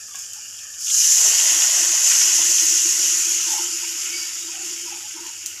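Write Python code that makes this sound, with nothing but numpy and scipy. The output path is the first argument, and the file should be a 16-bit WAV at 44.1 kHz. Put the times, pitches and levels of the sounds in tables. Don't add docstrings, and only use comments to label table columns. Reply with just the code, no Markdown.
import sys
import numpy as np
from scipy import signal
from scipy.fft import rfft, irfft, next_fast_len
from scipy.io import wavfile
from scipy.ndimage import uniform_filter1d, map_coordinates

SR = 44100
rng = np.random.default_rng(int(sys.argv[2]) if len(sys.argv) > 2 else 0)


def materialize(psi):
    bounded = np.clip(np.atleast_2d(psi).T, -1, 1)
    quanta = np.round(bounded * 32767).astype(np.int16)
    wavfile.write(sys.argv[1], SR, quanta)


N = 246959

# (time [s], relative level [dB])
STEAM_LEVEL = [(0.0, -36.5), (0.775, -35), (0.815, -27.5), (0.955, -15), (1.18, -13.5), (1.97, -17.5),
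               (3.1, -18), (3.58, -22.5), (3.66, -24.8), (4.5, -30.5), (5.6, -35.3)]
# (time [s], lift of the hiss [dB], decay time constant [s])
FLARES = [(0.125, 3.5, 0.058), (2.009, 4, 0.49), (3.46, 2.5, 0.042), (3.96, 2, 0.18), (4.16, 1.5, 0.049),
          (4.59, 3.5, 0.18), (5.21, 1, 0.039)]
# (frequency [Hz], gain [dB])
STEAM_SPECTRUM = [(2350, -49.5), (4000, -21), (5980, -1.5), (6850, 0), (7250, -3), (8260, -14.5),
                  (9150, -17.5), (11500, -17), (15500, -34.5)]
SIMMER_SPECTRUM = [(2350, -43), (4000, -28), (4680, -8), (5460, -2), (5910, -2), (6970, 2.5), (7420, -2),
                   (8120, -12), (9850, -15), (11500, -14), (15500, -31.5)]
# (time [s], relative level [dB])
BROTH_LEVEL = [(1.05, -29.5), (1.55, -27), (2.0, -30), (3.57, -33), (3.72, -36.5), (4.1, -35), (4.45, -39),
               (5.6, -43)]
# (frequency [Hz], gain [dB])
PASTE_SPECTRUM = [(300, -51), (600, -31), (850, -32), (1000, -22), (1220, -6.5), (1480, -8.5), (1700, 3),
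                  (1850, -3.5), (1980, -17), (2120, -14), (2400, -3.5), (2900, 2), (3350, -3.5),
                  (3650, -11), (4300, -21), (5000, -51)]
BROTH_SPECTRUM = [(470, -34), (800, -25), (949, -11), (1040, -11), (1200, -17.5), (1440, -9.5),
                  (1650, -8.5), (1980, 0), (2300, -8), (2540, 0.5), (2900, 2), (3400, -1.5), (4010, -10),
                  (4400, -9), (5720, -13), (9680, -120)]
SETTLED_SPECTRUM = [(500, -34), (790, -23.5), (980, -13.5), (1130, -19), (1300, -7), (1750, -9), (2250, -4),
                    (2750, 1.5), (3200, -2.5), (3600, -6), (4100, -11), (4500, -7.5), (5700, -32)]
# (time [s], relative level [dB], pitch [Hz])
DROPS = [(0.589, -37, 3000), (0.739, -39, 3000), (0.865, -30, 3000), (0.879, -26, 3120), (0.899, -22, 3070),
         (1.011, -27, 2730), (1.038, -24, 3100), (1.398, -20.5, 2830), (1.62, -19.5, 2880),
         (2.115, -18.5, 1900), (2.212, -20, 1800), (2.581, -20, 2850), (3.411, -27, 2930)]
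# (frequency [Hz], gain [dB])
DROP_SPECTRUM = [(1950, -10), (2500, -2), (3600, 0), (4500, -8)]
# (frequency [Hz], bandwidth [Hz], gain [dB])
WOK_MODES = [(1280, 23, -7), (1470, 62, -5), (2915, 160, -11.5), (6620, 55, -14.5), (7050, 60, -20),
             (7230, 35, -12)]
# (time [s], relative level [dB])
POUR_LEVEL = [(0.95, -65), (1.1, -45), (1.24, -39.5), (1.75, -37), (2.55, -45), (2.8, -49), (5.6, -64.5)]
# (time [s], lowest pitch [Hz])
POOL_PITCH = [(0.9, 1310), (1.07, 800), (1.15, 527), (1.26, 356), (1.5, 452), (2.4, 523), (2.9, 670)]
# (start [s], duration [s], relative level [dB])
SURGES = [(1.51, 0.085, -47), (1.78, 0.13, -47), (2.38, 0.13, -47), (2.609, 0.17, -45.5),
          (2.852, 0.026, -42), (2.962, 0.24, -47), (3.254, 0.13, -44.5), (3.47, 0.097, -47),
          (3.599, 0.094, -42.5), (3.727, 0.035, -44), (3.835, 0.123, -46.5), (4.154, 0.035, -45.5),
          (4.434, 0.07, -48.5), (4.597, 0.16, -47.5), (4.835, 0.026, -47.5), (4.912, 0.087, -51),
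          (5.146, 0.13, -47)]
# (time [s], level [dB], pitch [Hz], duration [s])
GURGLES = [(0.07, -56.5, 1190, 0.075), (0.35, -56, 885, 0.036), (2.449, -52, 588, 0.11),
           (2.975, -53.5, 600, 0.097), (3.447, -46.5, 940, 0.044), (3.478, -42.5, 873, 0.062),
           (3.527, -35.5, 824, 0.029), (3.572, -34.5, 900, 0.025), (3.821, -46.5, 915, 0.023),
           (4.472, -52, 940, 0.028), (4.512, -52, 753, 0.14), (4.856, -48, 960, 0.033),
           (4.894, -49, 845, 0.11), (5.014, -52, 820, 0.06), (5.153, -47.5, 935, 0.045),
           (5.223, -49, 960, 0.081)]
# (time [s], relative peak level [dB])
SPITS = [(0.155, -22), (0.1905, -24), (0.3337, -23), (0.811, -22), (2.6009, -23), (3.5194, -20),
         (4.3908, -24), (5.267, -23), (5.4604, -13), (5.466, -20)]
# (time [s], relative level [dB])
SCRAPES = [(0.1428, -33.5), (0.173, -37)]
# (frequency [Hz], relative level [dB])
SCRAPE_MODES = [(770, -16), (1110, -8), (1650, -10.5)]
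# (frequency [Hz], level [dB], time to decay by 60 dB [s], beat rate [Hz])
BOWL_MODES = [(2244, -33, 0.65, 13), (4730, -25, 0.47, 3.6), (4745, -44, 2.6, 0.79), (5295, -33, 0.45, 5)]
# (frequency [Hz], gain [dB])
ROOM_SPECTRUM = [(20, -12), (50, -9), (80, 6), (170, -4), (300, -1.5), (520, -4), (720, -1.5), (1100, -9.5),
                 (3000, -26.5)]


def steam():
    level_db = curve(STEAM_LEVEL) + flares_db()
    bursts_per_s = 6000 * amp(0.8 * (level_db + 25))
    flash = fade(0.76, 0.9) * (1 - fade(3.59, 3.65))
    fierce = unit(coloured(bursts(bursts_per_s, spread_db=3.0, fizz=0.88), STEAM_SPECTRUM))
    gentle = unit(coloured(bursts(bursts_per_s, spread_db=0.5, fizz=0.73), SIMMER_SPECTRUM))
    clusters_db = 0.32 * wobble(24.61) + 0.33 * wobble(140)
    return amp(level_db + clusters_db + 1.02) * blend(gentle, fierce, flash)


def flares_db(rise_s=0.067):
    t = clock()
    return sum(db * fade(start, start + rise_s) * np.exp(-np.maximum(t - start - rise_s, 0) / decay)
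               for start, db, decay in FLARES)


def crackle():
    flooded, settled = fade(0.95, 1.33), fade(2.38, 4.14)
    hiss_rise_db = curve(STEAM_LEVEL) + flares_db() - STEAM_LEVEL[0][1]
    frying = coloured(bursts(800, spread_db=4.0, fizz=0.82), PASTE_SPECTRUM)
    paste = amp(-47 + 0.42 * hiss_rise_db) * unit(patchy(frying, depth_db=2.5, size=1024))
    boiling = unit(coloured(bursts(2500, spread_db=2.5, fizz=0.59), BROTH_SPECTRUM))
    simmering = coloured(bursts(1000, spread_db=3.5, fizz=0.94), SETTLED_SPECTRUM)
    simmering = unit(patchy(simmering, depth_db=1.75, size=1024))
    broth = amp(curve(BROTH_LEVEL)) * blend(boiling, simmering, settled)
    return amp(0.63 * flares_db() + 0.34 * wobble(22.25)) * blend(paste, broth, flooded)


def splats(rise_s=0.0014, t60_s=0.054):
    out, t = np.zeros(N + SR), np.arange(SR // 8) / SR
    envelope = np.minimum(t / rise_s, 1) * amp(-60 * t / t60_s)
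    for start, db, hz in DROPS:
        noise = coloured(envelope * rng.standard_normal(len(t)), DROP_SPECTRUM)
        sputter = filtered(noise, lambda f: resonance(f, hz, width=900))
        add_at(out, start, amp(db) * sputter * np.linalg.norm(envelope) / np.linalg.norm(sputter))
    return out[:N]


def sizzle():
    excitation = patchy(steam(), depth_db=1.0) + patchy(crackle(), depth_db=1.27) + splats()
    rung = filtered(excitation,
                    lambda f: 1 + sum(amp(db) * resonance(f, hz, width) for hz, width, db in WOK_MODES))
    return amp(-1.57) * reflections(rung + pour(), echo_db=-21.5, drift_s=0.00004)


def pour(count=7500, ring_samples=640, octaves=2.185, decay_cycles=4.3):
    when, spread, strength = rng.random((count, 3)).T
    first_s = POOL_PITCH[0][0]
    onset_s = first_s + when ** 2 * (N / SR - first_s)
    onset = (onset_s * SR).astype(int).clip(0, N - 1)
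    hz = curve(POOL_PITCH)[onset] * 2 ** (octaves * np.sqrt(spread))
    cycles = hz[:, None] * np.arange(ring_samples) / SR
    chirps = np.sin(2 * np.pi * cycles * (1 + 0.0039 * cycles))
    envelopes = amp(4.8 * strength)[:, None] * np.exp(-cycles / decay_cycles) * (1 - np.exp(-2 * cycles))
    samples = onset[:, None] + np.arange(ring_samples)
    churn = np.bincount(samples.ravel(), (chirps * envelopes).ravel(), N)[:N]
    flow = fade(first_s, POUR_LEVEL[0][0]) * amp(curve(POUR_LEVEL) + 2.4 * wobble(25.4))
    return flow * levelled(churn, size=8000, floor=1e-3)


def wok_drone(surge_rise_s=0.0093, surge_fall_s=0.013):
    thuds = bursts(300, spread_db=1.5, fizz=0.79)
    main_mode = unit(filtered(thuds, lambda f: resonance(f, hz=340, width=62) ** 4))
    lower_mode = amp(-19.5) * unit(filtered(thuds, lambda f: resonance(f, hz=250, width=150) ** 4))
    drone = unit(levelled(main_mode, size=3000, floor=0.038) + lower_mode)
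    boil = amp(-54.5 + 2.7 * wobble(8.9)) * fade(1.15, 1.66)
    boil *= amp(-9.5 * fade(5.0, 5.067))
    surges = sum(amp(db) * fade(start - surge_rise_s, start)
                 * (1 - fade(start + length, start + length + surge_fall_s))
                 for start, length, db in SURGES)
    return np.hypot(boil, surges * amp(-2 + 2.4 * wobble(26.05))) * drone


def gurgles(width_hz=225, room_db=-16, room_t60_s=0.4):
    out, t = np.zeros(N + SR), np.arange(SR // 2) / SR
    for start, db, hz, length in GURGLES:
        progress = t / length
        swell = np.sqrt(progress) * np.exp(-2 * progress ** 2)
        tail = amp(room_db - 60 * t / room_t60_s) * np.minimum(progress, 1)
        bubbles = rng.standard_normal(len(t)) * (swell + tail) * amp(1.8 * wobble(110)[:len(t)])
        ring = filtered(bubbles, lambda f: resonance(f, hz, width_hz) ** 4)
        add_at(out, start, amp(db) * ring * np.sqrt(length * SR / np.sum(ring ** 2)))
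    return out[:N]


def spits(rise_s=0.00045, snap_t60_s=0.0083, spray_t60_s=0.43):
    out, t = np.zeros(N + SR), np.arange(SR // 5) / SR
    snap = amp(-60 * t / snap_t60_s) * (1 - np.exp(-t / rise_s))
    spray = amp(-20.5 - 60 * t / spray_t60_s)
    for start, db in SPITS:
        noise = (snap + spray) * rng.standard_normal(len(t))
        spit = coloured(noise, [(500, -56), (4400, -14), (6700, 2), (8800, -10), (15000, -17)])
        add_at(out, start, amp(db + 3) * spit / np.abs(spit).max())
    return out[:N]


def scrapes(rise_s=0.0046, ring_t60_s=0.15, rub_t60_s=0.06):
    out, t = np.zeros(N + SR), np.arange(SR // 4) / SR
    for start, db in SCRAPES:
        ring = sum(amp(level + rng.normal(0, 1.8) - 60 * t / ring_t60_s) * np.sin(2 * np.pi * hz * t)
                   for hz, level in SCRAPE_MODES)
        noise = amp(-60 * t / rub_t60_s) * rng.standard_normal(len(t))
        rub = coloured(noise, [(500, -3), (1600, 3), (6000, -20)])
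        add_at(out, start, amp(db) * (ring + rub / np.abs(rub).max()) * np.minimum(t / rise_s, 1))
    return out[:N]


def bowl(start_s=4.115, rise_s=0.019):
    t = np.maximum(clock() - start_s, 0)
    pairs = sum(amp(db - 60 * t / t60)
                * (np.sin(2 * np.pi * hz * t) - np.sin(2 * np.pi * (hz + beat) * t))
                for hz, db, t60, beat in BOWL_MODES)
    return pairs * fade(start_s, start_s + rise_s) * amp(2.2 * wobble(90))


def reflections(x, echo_db, drift_s, count=10):
    out = x.copy()
    for delay_s, sign in zip(rng.uniform(0.002, 0.014, count), rng.choice([-1, 1], count)):
        lag = np.round((delay_s + drift_s * wobble(1.2)) * SR * 8) / 8
        out += sign * amp(echo_db) * np.interp(np.arange(N) - lag, np.arange(N), x, left=0)
    return out * np.std(x) / np.std(out)


def kitchen(hum_hz=100):
    hum = amp(-66 + 0.74 * wobble(7.4)) * np.sin(2 * np.pi * hum_hz * clock())
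    return hum + amp(-63.5) * unit(coloured(rng.standard_normal(N), ROOM_SPECTRUM))


def bursts(per_s, spread_db, fizz):
    chance = np.clip(per_s / SR, 1e-5, 1)
    size = amp(spread_db * np.minimum(rng.standard_normal(N), 2.6))
    pops = (rng.random(N) < chance) * rng.choice([-1, 1], N) * size / np.sqrt(chance)
    return unit(unit(pops) + fizz * rng.standard_normal(N))


def patchy(x, depth_db, size=512):
    spectra = signal.stft(x, nperseg=size)[2]
    patches = uniform_filter1d(rng.standard_normal(spectra.shape), size=6, axis=0)
    patches = uniform_filter1d(patches, size=10, axis=1)
    out = signal.istft(spectra * amp(depth_db * unit(patches)), nperseg=size)[1][:N]
    return out * np.std(x) / np.std(out)


def resonance(f, hz, width):
    return 1j * f * width / (hz * hz - f * f + 1j * f * width)


def filtered(x, response):
    size = next_fast_len(len(x) + SR // 2, True)
    return irfft(rfft(x, size) * response(np.fft.rfftfreq(size, 1 / SR)), size)[:len(x)]


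def coloured(x, points, size=4096):
    hz, db = np.transpose(points)
    gain = amp(np.interp(np.log(np.fft.rfftfreq(size, 1 / SR) + 1), np.log(hz), db))
    cepstrum = irfft(np.log(gain + 1e-6))
    causal_fold = np.r_[1, np.full(size // 2 - 1, 2), 1, np.zeros(size // 2 - 1)]
    impulse_response = irfft(np.exp(rfft(cepstrum * causal_fold)))
    return signal.fftconvolve(x, impulse_response)[:len(x)]


def levelled(x, size, floor):
    return x / np.sqrt(np.abs(uniform_filter1d(x ** 2, size=size)) + floor)


def blend(a, b, share):
    return np.sqrt(1 - share) * a + np.sqrt(share) * b


def add_at(out, start_s, sound):
    out[round(start_s * SR):][:len(sound)] += sound


def wobble(knots_per_s):
    knots = rng.standard_normal(int(N * knots_per_s / SR) + 4)
    return map_coordinates(knots, [clock() * knots_per_s])


def fade(start_s, end_s):
    return np.clip((clock() - start_s) / max(end_s - start_s, 1e-3), 0, 1)


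def curve(rows):
    return np.interp(clock(), *np.transpose(rows))


def clock():
    return np.arange(N) / SR


def amp(db):
    return 10 ** (np.asarray(db) / 20)


def unit(x):
    return x / np.sqrt(np.mean(x ** 2) + 1e-20)


def scene():
    mono = sizzle() + wok_drone() + gurgles() + spits() + scrapes() + bowl() + kitchen()
    return np.array([mono, mono])


def record(dry, ceiling=0.75, top_hz=15550):
    rounded = dry / (1 + np.abs(dry / ceiling) ** 10) ** (1 / 10)
    return np.array([filtered(channel, lambda hz: hz < top_hz) for channel in rounded])


dry = scene()
out = record(dry)
materialize(out)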